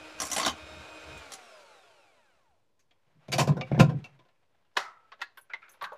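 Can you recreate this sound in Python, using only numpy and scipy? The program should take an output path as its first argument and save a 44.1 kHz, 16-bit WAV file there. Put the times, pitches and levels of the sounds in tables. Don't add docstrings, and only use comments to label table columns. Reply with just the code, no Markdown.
import sys
import numpy as np
from scipy import signal
from scipy.fft import rfft, irfft
from scipy.io import wavfile
from scipy.ndimage import uniform_filter1d

SR = 44100
rng = np.random.default_rng(int(sys.argv[2]) if len(sys.argv) > 2 else 0)


def bounce(signal):
    frames = np.transpose(np.atleast_2d(signal))
    limited = np.clip(frames, -1, 1)
    pcm = np.round(limited * 32767).astype(np.int16)
    wavfile.write(sys.argv[1], SR, pcm)


def invert_db(level):
    return 10 ** (np.asarray(level, dtype=float) / 20)


N = 263277

# multiple of the turning rate, level in dB.
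ROTOR_TONES = [(1, -12), (2, -13), (3, -16.5), (4, -18.5), (5, -17.5), (7, -22), (8, -10), (10, -22),
               (11, -32.5), (12, -18.5), (13, -25), (16, -27.5), (17, -25), (19, -33.5), (20, -33),
               (24, -25.5), (26, -39), (28, -37.5), (31, -32.5), (32, -38), (35, -41.5), (36, -46),
               (48, -50.5)]
# multiple of the turning rate, level in dB.
COASTING_TONES = [(1, -13), (3, -6.5), (5, -11), (7, -15), (8, -15), (12, -15), (16, -21), (24, -8),
                  (32, -19), (36, -14), (48, -15)]
# frequency in Hz, level in dB.
RADIATION = [(120, -26), (200, -17), (300, -16), (480, -12), (620, 1.5), (780, 3), (1000, 0), (1250, -5),
             (1900, -5), (2600, -3), (3500, -9), (5200, -8), (6500, -13), (9300, -18)]
# frequency in Hz, level in dB per Hz.
HOUSING_COLOUR = [(88, -48.5), (150, -22.5), (274, -15.5), (308, -9.5), (388, -5.5), (607, -2.5), (751, -7),
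                  (1420, -4.5), (1980, -11.5), (2500, -3.5), (2920, -10), (3830, -13.5), (7410, -23),
                  (15500, -42.5)]
# frequency in Hz, width in Hz, level in dB.
CASING = [(620, 370, -3), (985, 45, 7.5), (1400, 70, 3), (2510, 300, -6), (4000, 400, -4.5)]
# start in seconds, level in dB, hold in seconds.
LUMPS = [(0.0, -54, .01), (0.14, -60, .01), (0.23, -55, .01), (0.35, -57, .08), (0.46, -50, .03),
         (0.63, -54, .01), (0.73, -50, .07), (0.88, -66, .04), (1.07, -53, .1), (1.28, -63, .01),
         (2.35, -77, .01), (2.53, -79, .01)]
# start in seconds, peak in dB, lows in dB, highs in dB, wire ring in Hz.
BLADES = [(0.1883, -34, -12, -8, 2470), (0.2008, -17, -10, -4, 5780), (0.2172, -15, -6, -3, 8500),
          (0.2335, -21, -8, -6, 7400), (0.251, -28, -8, 3, 5600), (0.267, -28, -8, 3, 7400),
          (0.283, -33, -8, 2, 5700), (0.3001, -28, -8, 0, 5260), (0.3145, -18, -10, 0, 5820),
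          (0.3305, -18, -10, 1, 5730), (0.348, -23, -10, 0, 5700), (0.3634, -13, -7, -5, 7410),
          (0.3799, -11, -7, -7, 7400), (0.397, -13, -7, -8, 7400), (0.413, -15, -6, -11, 6800),
          (0.430, -15, -6, -13, 4500), (0.4482, -15, -6, -10, 3500), (0.4617, -8, -5, -10, 6500),
          (0.478, -12, -5, -13, 3050), (0.495, -22, -5, -10, 3100), (0.511, -30, -6, -10, 6500),
          (1.174, -40, -18, -1, 3074), (1.19, -46, -18, -1, 3074), (1.303, -46, -13, -1, 4150),
          (1.319, -28, -13, -1, 4150), (1.335, -28, -13, -1, 4150), (1.352, -42, -13, -1, 4150)]
# frequency in Hz, width in Hz, level in dB.
WIRES = [(5600, 290, -3), (7400, 50, 2), (6400, 100, -5.5), (11000, 2700, -6.5)]
# frequency in Hz, level in dB, time to fall 60 dB in seconds.
POT = [(285, -8, 0.24), (697, -4, 0.21), (1050, -1.5, 0.06), (1130, -5, 0.11), (2040, -10, 0.096),
       (2720, -9, 0.066), (3026, -12.5, 0.12), (3625, -23, 5.0), (4510, -7.5, 0.049), (5500, -29.5, 0.31),
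       (5932, -20, 0.15), (6320, -16, 0.18), (7397, -40.5, 5.0), (7900, -32, 0.38)]
# frequency in Hz, level in dB per Hz.
POT_COLOUR = [(88, -52), (150, -12), (302, -1), (373, -12), (736, 1), (966, -14.5), (1060, 0.5),
              (1830, -17), (2020, -11), (2600, -15), (3160, -15.5), (7410, -14), (15500, -28)]
# start in seconds, peak in dB, lows in dB, highs in dB, main ring in Hz.
DROPS = [(2.792, -56, -29, -10, 1120), (2.908, -47, -16, -34, 3300), (3.281, -36.5, -7.5, -22, 650),
         (3.318, -19, -13, -15.5, 2500), (3.325, -11, -14, -17, 4600), (3.334, -21, -9.5, -17.5, 750),
         (3.381, -11, -9, -15, 775), (3.391, -10, -9, -15, 1010), (3.404, -17, -15, -15, 1750),
         (3.472, -21, -1, -19, 527), (3.486, -30, 3, -30, 1010), (3.515, -36, 0, -40, 520),
         (3.567, -35, 6, -22, 530), (3.610, -16, -11, -48, 1190), (3.714, -35, 7, -44, 545),
         (3.744, -35, 7, -36.5, 530), (3.778, -36, 5, -30, 544), (3.791, -16, -7.5, -26, 2100),
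         (3.796, -5, -9, -22, 1400), (3.892, -34, 4, -23, 480), (4.041, -33, -15.5, -24, 2700),
         (4.19, -46, -8, -30, 972), (4.25, -57, -4, -29.5, 1466), (4.284, -54, -14.5, -37, 1410)]
# start in seconds, level in dB.
THUDS = [
    (3.287, -35),
    (3.387, -26),
    (3.476, -17),
    (3.716, -18),
    (3.778, -17),
    (3.7965, -4),
]
# frequency in Hz, width in Hz, level in dB.
SINK = [(342, 13, -9), (520, 14, 3), (729, 32, -1), (761, 20, 0.5), (1030, 18, -1), (1130, 23, -6),
        (1462, 90, -15), (1960, 27, -7), (2290, 58, -7.5), (2623, 56, 0.5)]
# frequency in Hz, level in dB per Hz.
SINK_COLOUR = [(120, -32.5), (200, -5.5), (446, -7.5), (665, -5), (858, -15), (992, -11), (1500, -19),
               (1980, -18), (2560, -12), (2800, -17), (5390, -23), (15500, -45)]
# start in seconds, level in dB, hold in seconds.
BOOM = [(3.07, -72, .08), (3.165, -59, .01), (3.295, -42, .02), (3.345, -30, .03), (3.405, -25, .04),
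        (3.476, -37, .01), (3.498, -22, .033), (3.572, -31, .015), (3.59, -30, .015), (3.722, -28, .06),
        (3.806, -15, .026), (3.85, -20, .015), (3.88, -27, .01), (3.93, -31, .045), (4.04, -60, .02),
        (4.11, -67, .1)]
# frequency in Hz, width in Hz, level in dB.
BOWL = [(76, 12, -11), (112, 18, -8), (135.7, 12, 5), (160.7, 14, 2), (195, 21, -4), (255, 42, -10),
        (295, 30, -10), (403.3, 72, -17)]
# frequency in Hz, level in dB.
BOWL_HUM = [(137, 0), (162, -2), (105, -10)]
# start in seconds, level in dB, hold in seconds.
RUSTLE = [
    (3.3, -60, .05),
    (3.66, -53, .15),
    (4.0, -60, .02),
    (4.4, -77, .25),
    (5.0, -69, .3),
    (5.6, -64, .25),
    (5.95, -59, .02),
]
# start in seconds, frequency in Hz, width in Hz, level in dB, time to fall 60 dB in seconds.
CHATTER = [(4.773, 1310, 90, -36, 0.5), (4.766, 520, 204.3, -33, 0.053), (4.766, 152.6, 120.6, -52, 0.05),
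           (5.209, 352, 151, -55, 0.064), (5.821, 148, 120, -64, 0.33), (4.775, 1100, 1000, -35, 0.36),
           (4.775, 4000, 3000, -40, .24), (5.22, 1700, 100, -41, 0.15), (5.221, 4100, 900, -56, 0.25),
           (4.79, 1960, 290, -40, .35), (4.86, 1300, 250, -44, .15), (3.612, 2310, 90, -34, .09),
           (3.612, 2770, 90, -41, .08), (3.716, 2250, 450, -42, .1), (3.745, 2150, 450, -45, .1),
           (3.762, 1650, 300, -46, .08), (3.794, 2600, 200, -30, .05), (3.893, 3000, 500, -52, .08),
           (5.498, 1450, 350, -46, 0.2), (5.5, 2350, 300, -50, .15), (5.534, 2050, 150, -31, .04),
           (5.62, 2250, 400, -52, 0.3), (5.625, 1450, 400, -51, .3), (5.815, 1127, 262, -33.5, 0.32),
           (5.843, 1520, 200, -41.5, 0.28), (5.918, 600, 83, -39, 0.068)]
# start in seconds, peak in dB, ring in Hz, time to fall 60 dB in seconds.
TICKS = [
    (5.3718, -44, 10500, 0.11),
    (5.4116, -47, 9800, 0.091),
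    (5.6924, -48, 6460, 0.1),
    (5.7144, -44, 10350, 0.1),
    (5.8211, -44.5, 9350, 0.11),
    (5.929, -60, 6340, 0.079),
]
# start in seconds, peak in dB, lows in dB, highs in dB, main ring in Hz.
KNOCKS = [(4.543, -64, -10, -28, 1500), (4.62, -66, -10, -30, 1200), (4.647, -62, -14, -28, 2800),
          (4.737, -68, -20, -10, 5000), (4.712, -63, -14, -28.5, 1673), (4.754, -49, -2, -14, 573),
          (4.764, -30, -5, -25, 770), (4.768, -6, -16, -20, 2580), (4.799, -28, -12.5, -15, 775),
          (5.118, -32, -21, -40.5, 1300), (5.192, -47, -8, -30, 980), (5.205, -37, -18, -24, 2200),
          (5.215, -18, -36, -22, 1855), (5.372, -35, -20, -35.5, 1550), (5.496, -45, -9, -34.5, 1440),
          (5.534, -25, -20.5, -36, 2000), (5.618, -50, -25.5, -36, 2300), (5.637, -52, -25, -36, 1450),
          (5.682, -47, -25, -23.5, 1440), (5.736, -48.5, -22.5, -19.5, 1310), (5.811, -29, -28, -34, 1300),
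          (5.82, -27, -12, -27, 1130), (5.839, -21.5, -39, -23, 1647), (5.919, -42, 6, -27.5, 600)]
# frequency in Hz, level in dB, time to fall 60 dB in seconds.
PLASTIC = [(600, -3.5, 0.082), (772, -5, .07), (1120, -6, 0.07), (1300, -15, .3), (1410, -3, .06),
           (1930, -3, 0.07), (2590, -5, 0.063), (4100, -13.5, 0.11)]
# frequency in Hz, level in dB per Hz.
PLASTIC_COLOUR = [(120, -78), (200, -34), (414, -6), (471, -9.5), (596, -3), (1680, -4.5), (2900, -11.5),
                  (4030, -12), (8350, -26.5), (10200, -28.5), (15500, -38.5)]
# frequency in Hz, time to fall 60 dB in seconds.
KITCHEN = [(200, .4), (1000, 0.25), (4000, 0.24), (12000, .1)]
# frequency in Hz, level in dB per Hz.
HUSH_COLOUR = [(41, -33.5), (70, 0.5), (110, 2.5), (254, -7), (535, -2.5), (585, -2.5), (751, -10.5),
               (1030, -5), (1150, -16), (4090, -19), (15500, -32)]

SWITCH_OFF_S, POWER_FADE_S = 1.175, .15
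RUNNING_HZ, DRAG_S, FRICTION_HZ = 310.5, 1.7, 200
RUNNING_DB, DB_PER_DECADE, FAN_SHARE_DB = -46.3, 20, 11
LUMP_RISE_DB_PER_S, LUMP_FALL_DB_PER_S = 300, 220
BLADE_T60_S = .07
SCRAPE_T60_S, DULL_S_PER_DB = .14, .002
BOOM_RISE_DB_PER_S, BOOM_FALL_DB_PER_S = 900, 330
RUSTLE_RISE_DB_PER_S, RUSTLE_FALL_DB_PER_S = 55, 42
KNOCK_T60_S, SOFT_S_PER_DB = .04, .0012
HUSH_DB = -79


def rms_one(x):
    return x / np.sqrt(np.mean(x ** 2) + 1e-20)


def at_hz(points, hz):
    table_hz, values = np.array(points)[:, 0], np.array(points)[:, 1]
    return np.interp(np.log(np.maximum(hz, 1)), np.log(table_hz), values)


def drift(rate):
    r = np.exp(-2 * np.pi * 40 * rate / SR)
    steps = rng.standard_normal(N // 40 + 2002)
    slow = signal.lfilter([1], [1, -2 * r, r * r], steps)[2000:]
    return np.interp(np.arange(N) / 40, np.arange(len(slow)), rms_one(slow))


def swells(rows, rise, fall):
    t = np.arange(N) / SR
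    levels = []
    for s, db, hold in rows:
        climb = rise * np.maximum(s - t, 0)
        decay = fall * np.maximum(t - s - hold, 0)
        levels.append(db - climb - decay)
    return np.max(levels, axis=0)


def coloured(x, spectrum, size=4096):
    cepstrum = irfft(np.log(invert_db(at_hz(spectrum, np.fft.rfftfreq(size, 1 / SR)))))
    cepstrum[1:size // 2] *= 2
    cepstrum[size // 2 + 1:] = 0
    pulse = irfft(np.exp(rfft(cepstrum)))
    return signal.fftconvolve(x, pulse / np.linalg.norm(pulse))[:len(x)]


def resonate(x, peaks):
    out = 0
    for k, (hz, width, db) in enumerate(peaks):
        r = np.exp(-np.pi * width / SR)
        b = (-1) ** k * invert_db(db) * (1 - r * r) / 2 * np.array([1, 0, -1])
        a = [1, -2 * r * np.cos(2 * np.pi * hz / SR), r * r]
        out = out + signal.lfilter(b, a, x + 1e-18)
    return out


def as_peaks(modes, longest):
    return [(hz, np.log(1000) / np.pi / min(t60, longest), db) for hz, db, t60 in modes]


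def contact(t60, low_db, high_db, slide, low_hz, high_hz, patchy_db=5.0, rise=.0011):
    bursts_db = 3.1 * np.minimum(rng.exponential(1, SR // 2), 4)
    grit = rng.standard_normal(SR // 2) * invert_db(bursts_db)
    spots_hz = np.geomspace(900, 12000, 9) * invert_db(rng.uniform(-1.5, 1.5, 9))
    spots_db = patchy_db + rng.normal(0, 3, 9)
    t = np.arange(round(np.clip(t60 + .06, .1, .5) * SR)) / SR
    grit = rms_one(grit)[:len(t)] * np.minimum(t / max(rise, 1e-4), 1)
    low = signal.sosfilt(signal.butter(3, low_hz, fs=SR, output="sos"), grit)
    mid = signal.sosfilt(signal.butter(3, [low_hz, high_hz], "band", fs=SR, output="sos"), grit)
    high = signal.sosfilt(signal.butter(3, high_hz, "high", fs=SR, output="sos"), grit)
    fade_db = -60 * np.maximum(t - abs(slide), 0) / max(t60, .005)
    force = low * invert_db(low_db + 0.72 * fade_db)
    force += mid * invert_db(fade_db)
    force += high * invert_db(high_db + 0.83 * fade_db - 0.0051 * fade_db ** 2)
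    return invert_db(-4) * (force + resonate(force, zip(spots_hz, spots_hz / 16, spots_db)))


def add(track, s, sound):
    i = round(s * SR)
    track[i:i + len(sound)] += sound[:N - i]


def motor():
    coasted = np.maximum(np.arange(N) / SR - SWITCH_OFF_S, 0)
    turns = (RUNNING_HZ + FRICTION_HZ) * np.exp(-coasted / DRAG_S) - FRICTION_HZ
    turns = uniform_filter1d(np.maximum(turns, .01), size=3000)
    speed = turns / RUNNING_HZ
    noise_db = RUNNING_DB + DB_PER_DECADE * np.log10(speed) - FAN_SHARE_DB * (1 - speed)
    waver = 1 + 0.001 * drift(25) + .003 * drift(2)
    phase = 2 * np.pi * np.cumsum(turns * waver) / SR
    powered = np.exp(-coasted / POWER_FADE_S)
    flutter_db = [2.7 * drift(14) for _ in range(5)]

    driven, coasting = np.zeros(N), np.zeros(N)
    for k, db in ROTOR_TONES:
        k = round(k)
        driven += invert_db(db + flutter_db[k % 5]) * np.sin(k * phase + k * k)
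    for k, db in COASTING_TONES:
        k = round(k)
        tone_db = db + at_hz(RADIATION, k * turns) + .9 * flutter_db[k % 5] - 1.5
        coasting += invert_db(tone_db) * np.sin(k * phase + k * k)
    coasting *= (1 - powered) * invert_db(11 - 11 * turns / 311)
    tones = invert_db(1.5) * powered ** 1.5 * driven + coasting

    gusts = invert_db(.8 * drift(40))
    air = coloured(rng.standard_normal(N), HOUSING_COLOUR) * (1 + .15 * np.sin(phase)) * gusts
    air = rms_one(air) + invert_db(-6 - 2.9 * powered) * resonate(air, CASING)
    hiss_band = signal.butter(2, [4500, 9500], "band", fs=SR, output="sos")
    hiss = signal.sosfilt(hiss_band, rng.standard_normal(N))
    return invert_db(noise_db) * (invert_db(-3.5) * air + invert_db(-11) * (1 - powered) * hiss + tones)


def rumble():
    push = rng.standard_normal(N) * invert_db(3 * drift(9))
    shake = resonate(push, [(76, 30, -1), (58, 17, -5), (125, 10, -18)])
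    return invert_db(swells(LUMPS, LUMP_RISE_DB_PER_S, LUMP_FALL_DB_PER_S)) * rms_one(shake)


def beaters():
    force, wire = np.zeros(N), np.zeros(N)
    for s, db, low_db, high_db, ring_hz in BLADES:
        touch = invert_db(db - 6.5) * contact(BLADE_T60_S, low_db, high_db, slide=0.003, low_hz=1500,
                                        high_hz=4970, patchy_db=0.0, rise=.0003)
        add(force, s, touch)
        add(wire, s, resonate(touch, [(ring_hz, 250, 6.5)]))
    wire += invert_db(-4.5) * resonate(force, WIRES)
    pot = invert_db(11) * resonate(force, as_peaks(POT, longest=.09))
    return coloured(force, POT_COLOUR) + wire + pot


def pot_in_sink():
    force, local, blows = np.zeros(N), np.zeros(N), np.zeros(N)
    for s, db, low_db, high_db, ring_hz in DROPS:
        t60 = SCRAPE_T60_S + DULL_S_PER_DB * high_db
        touch = invert_db(db - 9.5) * contact(t60, low_db + 5.5, high_db + 18.5, slide=0.087 * t60,
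                                        low_hz=1500, high_hz=4900, patchy_db=0.0)
        touch = coloured(touch, SINK_COLOUR)
        add(force, s, touch)
        add(local, s, resonate(touch, [(ring_hz, 60, 9)]))
    for s, db in THUDS:
        add(blows, s, -invert_db(db) * np.hanning(round(.0016 * SR)))

    shaking = rng.standard_normal(N) * invert_db(2 * drift(30))
    hum = np.zeros(N)
    for hz, db in BOWL_HUM:
        level = invert_db(db + 2.0 * drift(15))
        wavering_hz = hz * (1 + .05 * drift(15))
        hum += level * np.sin(2 * np.pi * np.cumsum(wavering_hz) / SR)
    boom = rms_one(hum) + invert_db(-4) * rms_one(resonate(shaking, BOWL))
    boom_db = swells(BOOM, BOOM_RISE_DB_PER_S, BOOM_FALL_DB_PER_S)

    struck = np.diff(blows, prepend=0) * 10 * invert_db(-3)
    struck += invert_db(16) * resonate(blows, BOWL) + invert_db(4) * resonate(blows, SINK)
    struck += resonate(blows, [(165, 100, 5), (620, 300, 0)])
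    return force + local + invert_db(8) * resonate(force, SINK) + invert_db(boom_db - 3.5) * boom + struck


def rustle():
    clumps_db = 2.5 * drift(20)
    grains_db = 0.93 * rng.exponential(1, N).clip(0, 5)
    grains = rng.standard_normal(N) * invert_db(grains_db + clumps_db)
    soft = coloured(grains, [(150, -6.5), (600, 6), (2500, -0.5), (6000, -16.5), (15000, -34)])
    level_db = swells(RUSTLE, RUSTLE_RISE_DB_PER_S, RUSTLE_FALL_DB_PER_S)
    return invert_db(level_db - 4.5) * rms_one(soft)


def loose_parts():
    out = np.zeros(N)
    for s, hz, width, db, t60 in CHATTER:
        shake = contact(t60, 0, 0, slide=0.0052, low_hz=900, high_hz=4640, patchy_db=-17.5)
        ring = resonate(shake, [(hz, width, 0)])
        ring = resonate(ring, [(hz, width, -10 * np.log10(width / SR))])
        add(out, s, invert_db(db) * ring)
    for s, db, ring_hz, t60 in TICKS:
        tick = invert_db(db - 9) * contact(t60, -60, 0, slide=0.0041, low_hz=900, high_hz=6130)
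        tick = signal.sosfilt(signal.butter(4, .85 * ring_hz, "high", fs=SR, output="sos"), tick)
        add(out, s, tick + resonate(tick, [(ring_hz, 400, 4)]))
    return out


def handling():
    force, local = np.zeros(N), np.zeros(N)
    for s, db, low_db, high_db, ring_hz in KNOCKS:
        t60 = KNOCK_T60_S - SOFT_S_PER_DB * db
        touch = invert_db(db - 9.5) * contact(t60, low_db + 14, high_db + 14, slide=0.0056, low_hz=900,
                                        high_hz=4400, patchy_db=-6.0)
        add(force, s, touch)
        add(local, s, resonate(touch, [(ring_hz, 70, 14)]))
    shell = invert_db(10.5) * resonate(force, as_peaks(PLASTIC, longest=.4))
    return coloured(force, PLASTIC_COLOUR) + local + shell


def kitchen(x):
    t, tail = np.arange(SR // 2) / SR, 0
    for hz in 90 * 2. ** np.arange(8):
        band = signal.butter(2, [hz / np.sqrt(2), hz * np.sqrt(2)], "band", fs=SR, output="sos")
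        noise = signal.sosfilt(band, rng.standard_normal(len(t)))
        tail = tail + noise * invert_db(-60 * t / at_hz(KITCHEN, hz))
    tail *= np.clip(t / 0.004, 0, 1)
    return signal.fftconvolve(x, tail / np.linalg.norm(tail))[:N]


def scene():
    near = motor() + rumble() + beaters() + pot_in_sink() + rustle() + loose_parts() + handling()
    hush = invert_db(HUSH_DB) * coloured(rng.standard_normal(N), HUSH_COLOUR)
    return (near + invert_db(-19) * kitchen(near) + hush)[None]


def band_limit(x):
    return signal.sosfilt(signal.butter(12, 15780, fs=SR, output="sos"), x)


def record(dry):
    cut = signal.sosfilt(signal.butter(4, 52, "high", fs=SR, output="sos"), dry)
    cut = signal.sosfilt(signal.cheby2(12, 60, 16050, fs=SR, output="sos"), cut)
    offset = -.0003
    return band_limit(cut + offset)


dry = scene()
out = record(dry)
bounce(out)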